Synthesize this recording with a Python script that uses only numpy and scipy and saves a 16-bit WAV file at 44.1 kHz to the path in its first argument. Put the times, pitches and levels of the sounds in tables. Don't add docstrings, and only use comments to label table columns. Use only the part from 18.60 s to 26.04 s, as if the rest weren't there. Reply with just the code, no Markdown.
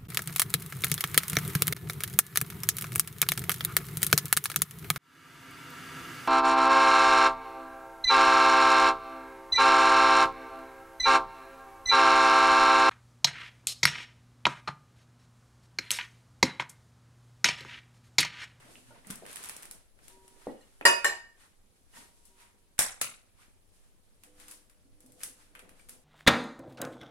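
import sys
import numpy as np
from scipy import signal
from scipy.fft import rfft, irfft, next_fast_len
from scipy.io import wavfile
from scipy.ndimage import uniform_filter1d

SR = 44100
rng = np.random.default_rng(int(sys.argv[2]) if len(sys.argv) > 2 else 0)


def to_wav(s):
    ch = np.atleast_2d(s).T
    pcm = np.round(np.clip(ch, -1, 1) * 32767)
    wavfile.write(sys.argv[1], SR, pcm.astype(np.int16))


def to_linear_factor(level_db):
    exponent = np.asarray(level_db, float) / 20
    return 10 ** exponent


N = 328104

MAINS_HZ = [100, 300, 500, 600]
# time in seconds, then the level of each overtone in dB
HUM_LEVELS = [(0, -81, -94.5, -90.5, -99), (5.6, -80, -98.5, -99, -99), (5.68, -82.5, -67.5, -67, -84.5),
              (5.95, -90, -70, -72, -80), (6.04, -83, -84, -82, -81), (6.25, -75, -80, -83, -83),
              (6.4, -84, -68, -76, -87), (6.6, -80, -74, -67, -87), (6.7, -73, -75, -74, -90),
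              (6.92, -82.5, -75, -82, -85), (6.99, -76, -78, -66, -90), (7.14, -83, -72, -71, -89),
              (7.2, -82, -91, -86, -92), (7.3, -87, -90, -69, -86), (7.44, -84, -82, -85, -92)]
# frequency in Hz, density in dB per Hz
FLOOR_COLOUR = [(8.8, -32), (15, 2), (25, -8.5), (38, -20.5), (107, -20), (131, -32), (171, -25),
                (236, -26), (281, -29), (399, -29), (1490, -39.5), (1630, -39), (6460, -42.5), (10900, -38),
                (12300, -46.5), (16500, -55)]
# frequency in Hz, likeness from 0 to 1
LEFT_RIGHT_LIKENESS = [(30, 0.067), (250, 0.62), (1000, 0.043), (4000, 0.037), (12000, 0.039)]
# frequency in Hz, t60 in seconds
ROOM_T60 = [(150, 0.45), (600, 0.48), (2000, 0.5), (6000, 0.43), (10000, 0.36), (15000, 0.25)]
# frequency in Hz, density in dB per Hz
FIZZ_COLOUR = [(2060, -8), (3500, -4.5), (6650, -4), (9380, 0.5), (10800, -3.5), (15400, -18.5),
               (16200, -30.5), (16500, -48.5)]
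# frequency in Hz, density in dB per Hz
BODY_COLOUR = [(300, -63), (600, -16), (900, -3), (2000, -4), (3500, -10.5), (6000, -19.5), (9000, -71)]
# frequency in Hz, density in dB per Hz
THUD_COLOUR = [(70, -21.5), (150, -6.5), (300, -6.5), (700, -8), (1200, -26), (2500, -88)]
# full strength at in seconds, hold in seconds, fizz in dB, body over fizz in dB
STROKES = [(0.0, 0.083, -65, 4), (0.12, 0.064, -61, -11), (0.286, 0.015, -66.5, -1),
           (0.358, 0.016, -73.5, 8.5), (0.507, 0.012, -53.5, 1.5), (0.694, 0.17, -52, -3.5),
           (0.892, 0.15, -60, 1.5), (1.14, 0.021, -65.5, -2.5), (1.443, 0.082, -61.5, -6.5),
           (1.65, 0.13, -68, -6.5), (1.814, 0.1, -65.5, 0.5), (2.007, 0.27, -71, -3.5),
           (2.807, 0.029, -63.5, -0.5), (3.165, .012, -74, -14), (3.368, 0.014, -53, -4.5),
           (3.422, 0.015, -70, -10), (3.573, 0.013, -72.5, -36), (3.662, 0.017, -66, -36),
           (3.807, 0.013, -61, 1), (4.807, 0.02, -65, 1.5), (5.147, 0.017, -68.5, -21),
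           (5.245, .012, -77.5, 2), (5.639, .012, -68, -14), (5.809, 0.0096, -57.5, -2.5),
           (5.909, 0.017, -56.5, -13), (6.424, 0.084, -73, -23), (6.618, 0.03, -56.5, -18),
           (6.801, 0.025, -65, -1.5), (6.974, 0.2, -83, 9), (7.194, 0.014, -66, -7),
           (7.322, 0.0097, -62.5, -16)]
# full strength at in seconds, hold in seconds, thud in dB
SHOVES = [(0.0, 0.16, -64), (0.316, 0.033, -61), (0.51, 0.0099, -55), (0.67, 0.013, -56),
          (0.806, 0.33, -63), (1.38, 0.51, -71), (1.914, 0.0085, -55), (1.956, 0.039, -100),
          (2.762, 0.013, -74), (3.375, 0.013, -61.5), (4.816, .012, -79), (5.644, 0.31, -72.5),
          (6.445, 0.26, -67.5), (6.958, 0.19, -65), (7.302, 0.17, -70)]
# start in seconds, level in dB, pitch in Hz, t60 in seconds
NUDGES = [(.03, -58, 120, 0.27), (0.091, -56, 500, 0.11), (0.201, -58, 117, .3), (.27, -53, 120, 0.21),
          (.34, -55, 115, .15), (.66, -47, 626, 0.045), (.69, -53, 450, .04), (0.141, -55, 240, 0.085),
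          (.28, -50, 250, 0.075), (.305, -42, 560, .03), (.306, -47, 907, 0.045),
          (0.308, -50.5, 1433, 0.044), (.32, -45, 530, 0.032), (.35, -52, 710, 0.052),
          (.36, -46, 964, 0.038), (.362, -49, 550, 0.046), (0.446, -50, 1970, 0.023), (.565, -46, 190, .06),
          (.7075, -47, 9500, .004), (.908, -42, 2720, 0.011), (1.011, -55, 10500, .004),
          (1.884, -57, 1933, 0.19), (1.97, -67, 2880, 0.14), (2.008, -59.5, 1860, 0.094),
          (2.009, -66, 7540, 0.071), (2.01, -72, 6170, 0.055), (2.02, -67, 2880, .15),
          (2.061, -71, 1850, 0.066), (2.225, -41.5, 2500, 0.038), (2.212, -56, 3540, 0.014),
          (2.216, -52, 4400, 0.0071), (2.222, -48, 596, 0.034), (2.232, -48, 348, .04),
          (2.236, -52, 1210, 0.018), (2.2565, -17, 4876, 0.087), (2.256, -30, 2873, 0.35),
          (2.256, -33, 4160, .1), (2.256, -39, 3182, 0.07), (2.302, -27, 1868, 0.12),
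          (2.33, -36, 4878, 0.33), (2.456, -29.5, 1810, 0.27), (2.472, -45.5, 1850, .6),
          (2.452, -45.5, 4876, 0.38), (2.452, -47, 4820, 0.44), (2.47, -52, 3700, 0.15),
          (2.78, -63, 396, .05), (2.8, -62.5, 2954, 0.093), (3.33, -61, 2880, .08), (3.335, -56, 1850, .1),
          (3.366, -50.5, 1860, 0.12), (3.37, -47, 920, .05), (3.375, -49, 235, 0.046),
          (3.82, -63.5, 952, .25), (4.414, -45, 243, .06), (4.437, -47, 130, .09),
          (6.249, -55, 275.6, 0.14), (6.645, -44, 2030, 0.019), (6.66, -47, 2800, 0.023),
          (6.44, -54.5, 259, .3), (6.47, -58, 118.7, .25), (6.7, -52, 265, .08), (7.04, -55, 172.7, 0.17),
          (7.08, -57, 280, 0.17), (7.163, -58, 10000, 0.0058), (7.197, -50, 2320, .02),
          (7.213, -49, 8800, .012), (7.301, -58, 250, 0.22)]
# start in
# seconds, level in dB, pitch in Hz, t60 in seconds
BUMPS = [(0, -65.5, 121, 6.2), (0.041, -58.5, 254.7, 2), (0.1556, -35, 2750, 0.0052),
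         (0.469, -45, 192, 0.069), (0.5, -27.5, 198, 0.03), (0.55, -65, 187, .15), (.622, -38, 423, 0.029),
         (.624, -35.5, 640, 0.012), (.633, -35, 520, 0.015), (1.8691, -19.5, 483.3, 0.017),
         (1.8698, -27.5, 795.6, 0.014), (1.8702, -34, 1050, 0.0063), (1.877, -28.5, 297.8, 0.032),
         (1.876, -39, 228.7, 0.16), (1.909, -34, 545, 0.016), (1.95, -43.5, 548, 0.016),
         (2.212, -49, 415.3, 0.04), (3.384, -53, 244, 0.083), (1.871, -59, 1839, 0.08),
         (1.871, -60, 2180, 0.069), (1.9, -67, 2877, 0.15), (2.01, -65.5, 4160, 0.073)]
# start in seconds, peak in dB, dullness in dB, left-right in dB
FINGERS = [(0.154, -64, 4, 5), (0.447, -60, 15, 4), (0.47, -33.5, -29, -5), (0.5026, -29, -11.5, 11.5),
           (0.5073, -23, -13.5, -2), (0.556, -30.5, -40, 6), (0.6533, -44, 3, 0), (0.6637, -34, -3, -1),
           (0.7053, -45, 5, 5), (0.7136, -41, -18, 16), (0.729, -32, -12, -3), (0.7583, -25.5, -9.5, -5),
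           (0.769, -35, -7, 17), (0.8293, -31.5, -12, 6), (0.838, -29.5, -12, -9), (0.845, -29.5, -9, 4),
           (0.857, -30, -19, 0), (0.888, -27, -23, -1), (0.895, -23.5, -8, -2), (0.9651, -27.5, -20, 0),
           (0.977, -48, -10, 1), (1.0242, -34, -13, 3), (1.03, -31, -11, 1), (1.054, -33.5, -9.5, -3),
           (1.111, -25.5, -18.5, -0.5), (1.1184, -42, -17, -5), (1.389, -61, 13, 3),
           (1.481, -34.5, -12.5, 5), (1.679, -40, -13, 0)]
# start in seconds, peak in dB, dullness in dB,
# left-right in dB
SHELL = [(3.653, -45.5, -30.5, 14), (5.6353, -37.5, -9, 1), (5.7993, -43, -8, 12), (5.882, -34, -10, 3),
         (5.903, -46, -17, -5), (5.911, -31, -19, 4), (5.92, -38, -17, 3), (6.097, -46.5, -8.5, 2),
         (6.4043, -43, -16, 1), (6.4614, -44, -21, 0), (6.5198, -42.5, -21, 3), (6.594, -47.5, -16, -1),
         (6.6049, -44, -2, 4), (6.613, -41, -3, -5), (6.628, -41, -5, 8), (6.6331, -17, -18.5, 0.5),
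         (6.9508, -41.5, 2.5, 2.5), (6.958, -52, 8, -8), (6.992, -38.5, -1.5, 1), (7.001, -55, 1, 0),
         (7.092, -43, -5.5, 0.5), (7.194, -52.5, -1.5, 8), (7.287, -38, -11, 2), (7.293, -29.5, -17, 0)]
# start in seconds, peak in dB, thud in dB, body in dB, left-right in dB
BLOWS = [
    (2.2108, -44.5, 21.5, 13.5, 1),
    (2.254, -11, -7, -5, -2.5),
    (2.2605, -15, -11.5, 0, 0.5),
    (2.4447, -23.5, -3.5, 5, 12),
    (2.4478, -23, -23, 3, 3.5),
]
# start in seconds, peak in dB, thud in dB, body in dB, left-right in
# dB
LEAD_IN = [
    (4.1805, -38.5, -43.5, -3.5, 0.0026),
]
# frequency in Hz, level in dB
SNAP_COLOUR = [(5500, -7), (6600, -6.5), (8000, -1.5), (10500, 2), (12500, -7.5), (16000, -15),
               (16900, -61.5)]
# start in seconds, strength in dB, tilt in dB per octave
TOUCHES = [
    (1.499, -63, 2),
    (1.872, -69, -2.5),
    (3.366, -81, 11.5),
    (3.691, -74.5, 2.5),
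]
# pitch in Hz, level in dB, t60 in seconds
FREE_BOWL_MODES = [(382, 0, 1.6), (953, -2, 1.4), (1835, -15, .45)]
# start in seconds, strength in dB, left-right in dB, tilt in dB per octave, blow 0 or 1
CLINKS = [
    (2.252, -8.5, -4, 0, 0),
    (2.2597, -21, 0.5, 3.5, 0),
    (2.4441, -19, -3.5, 4, 1),
    (2.4462, -11.5, -0.5, 1.2, 1),
]
BOWL_HZ = [382, 575, 650, 942, 1118, 1408, 1585, 1775, 1830, 1872, 2170, 2330, 2531, 2855, 3640, 4160, 4655,
           4876, 5556, 6025, 6804, 7531, 7590, 8672, 9357, 9915, 11300, 12600, 13800, 15000, 754, 1265,
           1491, 1692, 2288, 2902, 3182, 3690, 3903, 4037, 5173, 5308, 5475, 5728, 6169, 6500, 7397, 8170,
           8538, 8904, 9625, 10680, 11160, 12075, 13248, 455, 830]
# first blow in dB, second blow in dB, t60 in seconds
BOWL_MODES = [(-23, -28.5, 0.22), (-10.5, -17.5, 0.07), (-18, -24, 0.14), (-8.5, -22, 0.18),
              (-7.5, -13.5, 0.049), (-8, -26.5, 0.06), (-10.5, -11.5, 0.042), (-6, -10.5, 0.09),
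              (-20, -47, 0.15), (-23.5, -42, 0.072), (-12.5, -29, 0.04), (-18.5, -35, 0.11),
              (-20.5, -57, 0.37), (-12, -32.5, 0.18), (-19.5, -32, 0.058), (-20.5, -22, 0.078),
              (-17.5, -39.5, 0.066), (-12.5, -38, 0.13), (-17.5, -27, 0.079), (-21, -25, 0.06),
              (-19, -28, 0.073), (-15, -25, 0.051), (-22.5, -20.5, .1), (-20, -37, 0.076),
              (-22, -35.5, 0.12), (-13.5, -25, 0.061), (-23.5, -39, 0.11), (-27.5, -31.5, .06),
              (-25, -31.5, .05), (-31.5, -37, .05), (-20.5, -21, .1), (-21.5, -27.5, 0.048),
              (-16.5, -37.5, 0.11), (-10.5, -34.5, 0.074), (-28.5, -23.5, 0.1), (-30, -20, .09),
              (-24, -40.5, 0.043), (-33, -29.5, 0.057), (-28, -46, .05), (-28.5, -40, .05),
              (-26, -37.5, .05), (-36, -24, .06), (-18, -40.5, .05), (-22.5, -39, 0.081), (-22, -40, 0.13),
              (-26.5, -26.5, 0.067), (-14.5, -20, 0.036), (-19.5, -36, 0.037), (-20.5, -31, 0.065),
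              (-23.5, -37, 0.071), (-20.5, -39.5, 0.096), (-34.5, -38.5, .05), (-28, -27, 0.055),
              (-33.5, -39, .05), (-29.5, -41, .05), (-16, -17.5, 0.065), (-17, -13.5, .05)]
# start in seconds, level in dB, pitch in Hz,
# touch in seconds, choke in dB, t60 in seconds after
RIMS = [
    (2.2521, -8.5, 1872, 0.015, -9, .3),
    (2.4461, -14.5, 1845, 0.011, -16.5, 0.5),
]
# start in seconds, level in dB, left-right in dB, crack t60 in seconds, rise in seconds
KNOCKS = [
    (4.1901, 7.5, 0, 0.02, 0.00033),
    (4.412, -0.5, 1, 0.037, .003),
]
# frequency in Hz, level in dB
KNOCK_COLOURS = [
    [(25, -11.5), (110, -18), (230, -16), (380, -24), (520, -12), (680, -12), (810, -8), (1000, -10),
     (1250, -12), (1450, -9), (1650, -7.5), (1850, -8), (2060, -9), (2400, -12), (2700, -15.5),
     (3200, -15.5), (3760, -13), (4450, -19.5), (5610, -9.5), (6300, -12.5), (7500, -6), (8650, -4.5),
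     (10800, -10), (12800, -17), (16300, -22), (17000, -62.5)],
    [(25, -25), (156, -10.5), (396, -19.5), (500, -11.5), (910, -14.5), (1150, -8), (1370, -5),
     (1700, -13.5), (2200, -5.5), (2500, -5.5), (2830, -6.5), (3200, -12.5), (3830, -8.5), (5380, -12),
     (5950, -11.5), (6400, -8.5), (10800, -3.5), (12800, -18), (16000, -16), (16800, -66)],
]


def unit(x):
    return x / np.sqrt(np.mean(x ** 2) + 1e-20)


def along(points, hz):
    f, v = np.transpose(points)
    return np.interp(np.log(hz + 1), np.log(f + 1), v)


def curves(rows):
    s, *cols = np.transpose(rows)
    return [np.interp(np.arange(N) / SR, s, c) for c in cols]


def add(track, s, sound):
    part = track[:, round(s * SR):][:, :sound.shape[1]]
    part += sound[:, :part.shape[1]]


def patches(shape, bins, frames):
    field = uniform_filter1d(rng.standard_normal(shape), size=bins, axis=0)
    return unit(uniform_filter1d(field, size=frames, axis=1))


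def rush(spectrum, patchy_db):
    z = signal.stft(rng.standard_normal((2, N)), nperseg=256)[2]
    field = patches(z.shape[1:], 10, 5)
    pair = signal.istft(z * to_linear_factor(patchy_db * field), nperseg=256)[1][:, :N]
    hz = np.fft.rfftfreq(N, 1 / SR)
    turn = np.arccos(np.clip(along(LEFT_RIGHT_LIKENESS, hz), -1, 1)) / 2
    shared = [np.cos(turn), np.sin(turn)]
    mid, side = irfft(rfft(pair, N) * to_linear_factor(along(spectrum, hz)) * shared, N)
    return np.array([mid + side, mid - side]) / np.std(mid + side)


def causal(spectrum):
    cepstrum = irfft(np.log(to_linear_factor(along(spectrum, np.fft.rfftfreq(2048, 1 / SR)))))
    cepstrum[1:1024] *= 2
    cepstrum[1025:] = 0
    return irfft(np.exp(rfft(cepstrum)))[:1024]


def swells(starts, holds, levels_db):
    swell_db_per_s, fade_db_per_s = 311, 138
    t = np.arange(0, N, 64) / SR
    gain = 0
    for s, hold, db in zip(starts, holds, levels_db):
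        swell_db = swell_db_per_s * np.maximum(s - t, 0)
        fade_db = fade_db_per_s * np.maximum(t - s - hold, 0)
        gain = gain + to_linear_factor(db - swell_db - fade_db)
    return np.interp(np.arange(N) / SR, t, gain)


def ringing(modes, seconds, rise_s):
    t = np.arange(round(seconds * SR)) / SR
    ring = sum(to_linear_factor(db - 60 * t / t60) * np.sin(2 * np.pi * hz * t) for hz, db, t60 in modes)
    return ring * (1 - np.exp(-t / rise_s))


def crack(burst_s, rise_s=0.00017, spike=0):
    t = np.arange(SR // 30) / SR
    shared = 0.13 * rng.standard_normal(len(t))
    burst = shared + rng.standard_normal((2, len(t)))
    burst *= to_linear_factor(-60 * t / burst_s) * (1 - np.exp(-t / rise_s))
    burst *= 1 + spike * to_linear_factor(-60 * t / 0.001)
    return burst / np.linalg.norm(burst, axis=1, keepdims=True)


def kitchen(sound, direct, pan_db, wet_db, clumps_db=1.14):
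    hz, t, (a, b) = signal.stft(rng.standard_normal((2, SR // 2)), SR, nperseg=128)
    turn = np.arccos(np.clip(along(LEFT_RIGHT_LIKENESS, hz), -1, 1))[:, None] / 2
    mid, side = np.cos(turn) * a, np.sin(turn) * b
    pair = np.array([mid + side, mid - side])
    uneven_db = clumps_db * patches(a.shape, 5, 3)
    decay_db = 60 * t / along(ROOM_T60, hz)[:, None]
    tail = signal.istft(pair * to_linear_factor(uneven_db - decay_db), SR, nperseg=128)[1]
    t = np.arange(tail.shape[1]) / SR
    tail *= (1 - np.exp(-t / 0.0014)) * (1 + 2.6 * np.exp(-t / 0.086))
    tail *= to_linear_factor(wet_db) / np.linalg.norm(tail[0])
    add(tail, 0, direct)
    return signal.fftconvolve(sound[None], tail, axes=1) * to_linear_factor([[pan_db / 2], [-pan_db / 2]])


def background():
    t = np.arange(N) / SR
    hum = sum(to_linear_factor(db) * np.sin(2 * np.pi * hz * t) for hz, db in zip(MAINS_HZ, curves(HUM_LEVELS)))
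    return to_linear_factor(-62.5) * rush(FLOOR_COLOUR, patchy_db=1.4) + hum


def hands():
    s, hold, fizz_db, body_db = np.transpose(STROKES)
    fizz = swells(s, hold, fizz_db) * rush(FIZZ_COLOUR, patchy_db=0.5)
    body = swells(s, hold, fizz_db + body_db) * rush(BODY_COLOUR, patchy_db=2.0)
    thud = swells(*np.transpose(SHOVES)) * rush(THUD_COLOUR, patchy_db=3.0)
    return fizz + body + thud


def nudges():
    dry = np.zeros((1, N))
    for s, db, hz, t60 in NUDGES:
        add(dry, s, ringing([(hz, db, t60)], min(t60, 1 / 2), rise_s=3.1 / hz)[None])
    return kitchen(dry[0], np.ones((2, 1)), 0, wet_db=-2.5)[:, :N]


def bumps():
    out = np.zeros((2, N))
    for s, db, hz, t60 in BUMPS:
        ring = ringing([(hz, db, t60)], 1 / 2, rise_s=0.52 / hz)
        add(out, s, kitchen(ring, np.ones((2, 1)), 0, wet_db=-1.0))
    return out


def taps():
    out = np.zeros((2, N))
    finger_thud_db, shell_thud_db = -9.5, -12.5
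    fingers = [(s, db, dull + finger_thud_db, dull, pan) for s, db, dull, pan in FINGERS]
    shell = [(s, db, dull + shell_thud_db, dull, pan) for s, db, dull, pan in SHELL]
    nails = BLOWS + fingers
    for k, (s, db, thud, body, pan) in enumerate(nails + shell + LEAD_IN):
        burst_s, wet_db = (0.012, -3.0) if k < len(nails) else (0.02, 0.0)
        colour = [(90, thud - 20), (300, thud + 9), (600, thud + 8),
                  (1300, body + 8), (2600, body + 7), (4200, 0.4 * body - 5)]
        blow = causal(colour + SNAP_COLOUR)
        add(out, s, to_linear_factor(db + 15.0) * kitchen(blow, crack(burst_s, 0.00043), pan, wet_db))
    return out


def bowls():
    out = np.zeros((2, N))
    lagging = np.eye(6)[[0, 5]]
    for s, db, pan, tilt_db, blow in CLINKS:
        modes = [(hz, row[round(blow)] + tilt_db * np.log2(hz / 1800), row[-1])
                 for hz, row in zip(BOWL_HZ, BOWL_MODES)]
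        add(out, s, to_linear_factor(db) * kitchen(ringing(modes, 0.34, rise_s=0.00099), lagging, pan, wet_db=0.5))
    t = np.arange(SR // 2) / SR
    for s, db, hz, touch_s, choke_db, t60 in RIMS:
        level_db = choke_db * np.clip((t - touch_s) / 0.0015, 0, 1) - 60 * t / t60
        rim = np.sin(2 * np.pi * hz * t) * to_linear_factor(level_db) * (1 - np.exp(-t / 0.0036))
        add(out, s, to_linear_factor(db) * kitchen(rim, np.eye(3)[[0, 2]], 2.2, wet_db=-8.0))
    for s, db, tilt_db in TOUCHES:
        modes = [(hz, level + tilt_db * np.log2(hz / 380), t60) for hz, level, t60 in FREE_BOWL_MODES]
        add(out, s, to_linear_factor(db) * kitchen(ringing(modes, 1.2, rise_s=0.011), lagging, 0, wet_db=-8.0))
    return out


def egg():
    out = np.zeros((2, N))
    for (s, db, pan, burst_s, rise_s), colour in zip(KNOCKS, KNOCK_COLOURS):
        blow = causal(colour)
        blow /= np.linalg.norm(blow)
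        direct = crack(burst_s, rise_s, spike=3.3)
        add(out, s, to_linear_factor(db) * kitchen(blow, direct, pan, wet_db=1.0, clumps_db=3))
    return out


def scene():
    return taps() + bumps() + egg() + bowls() + hands() + background() + nudges()


def top_cut(x):
    return signal.sosfilt(signal.butter(12, 16860, fs=SR, output="sos"), x)


def record(dry):
    size = next_fast_len(N)
    over_hz = np.maximum(np.fft.rfftfreq(size, 1 / SR) - 15950, 0)
    mix = irfft(rfft(dry, size) * to_linear_factor(-0.13 * over_hz), size)[:, :N]
    return top_cut(mix)


dry = scene()
out = record(dry)
to_wav(out)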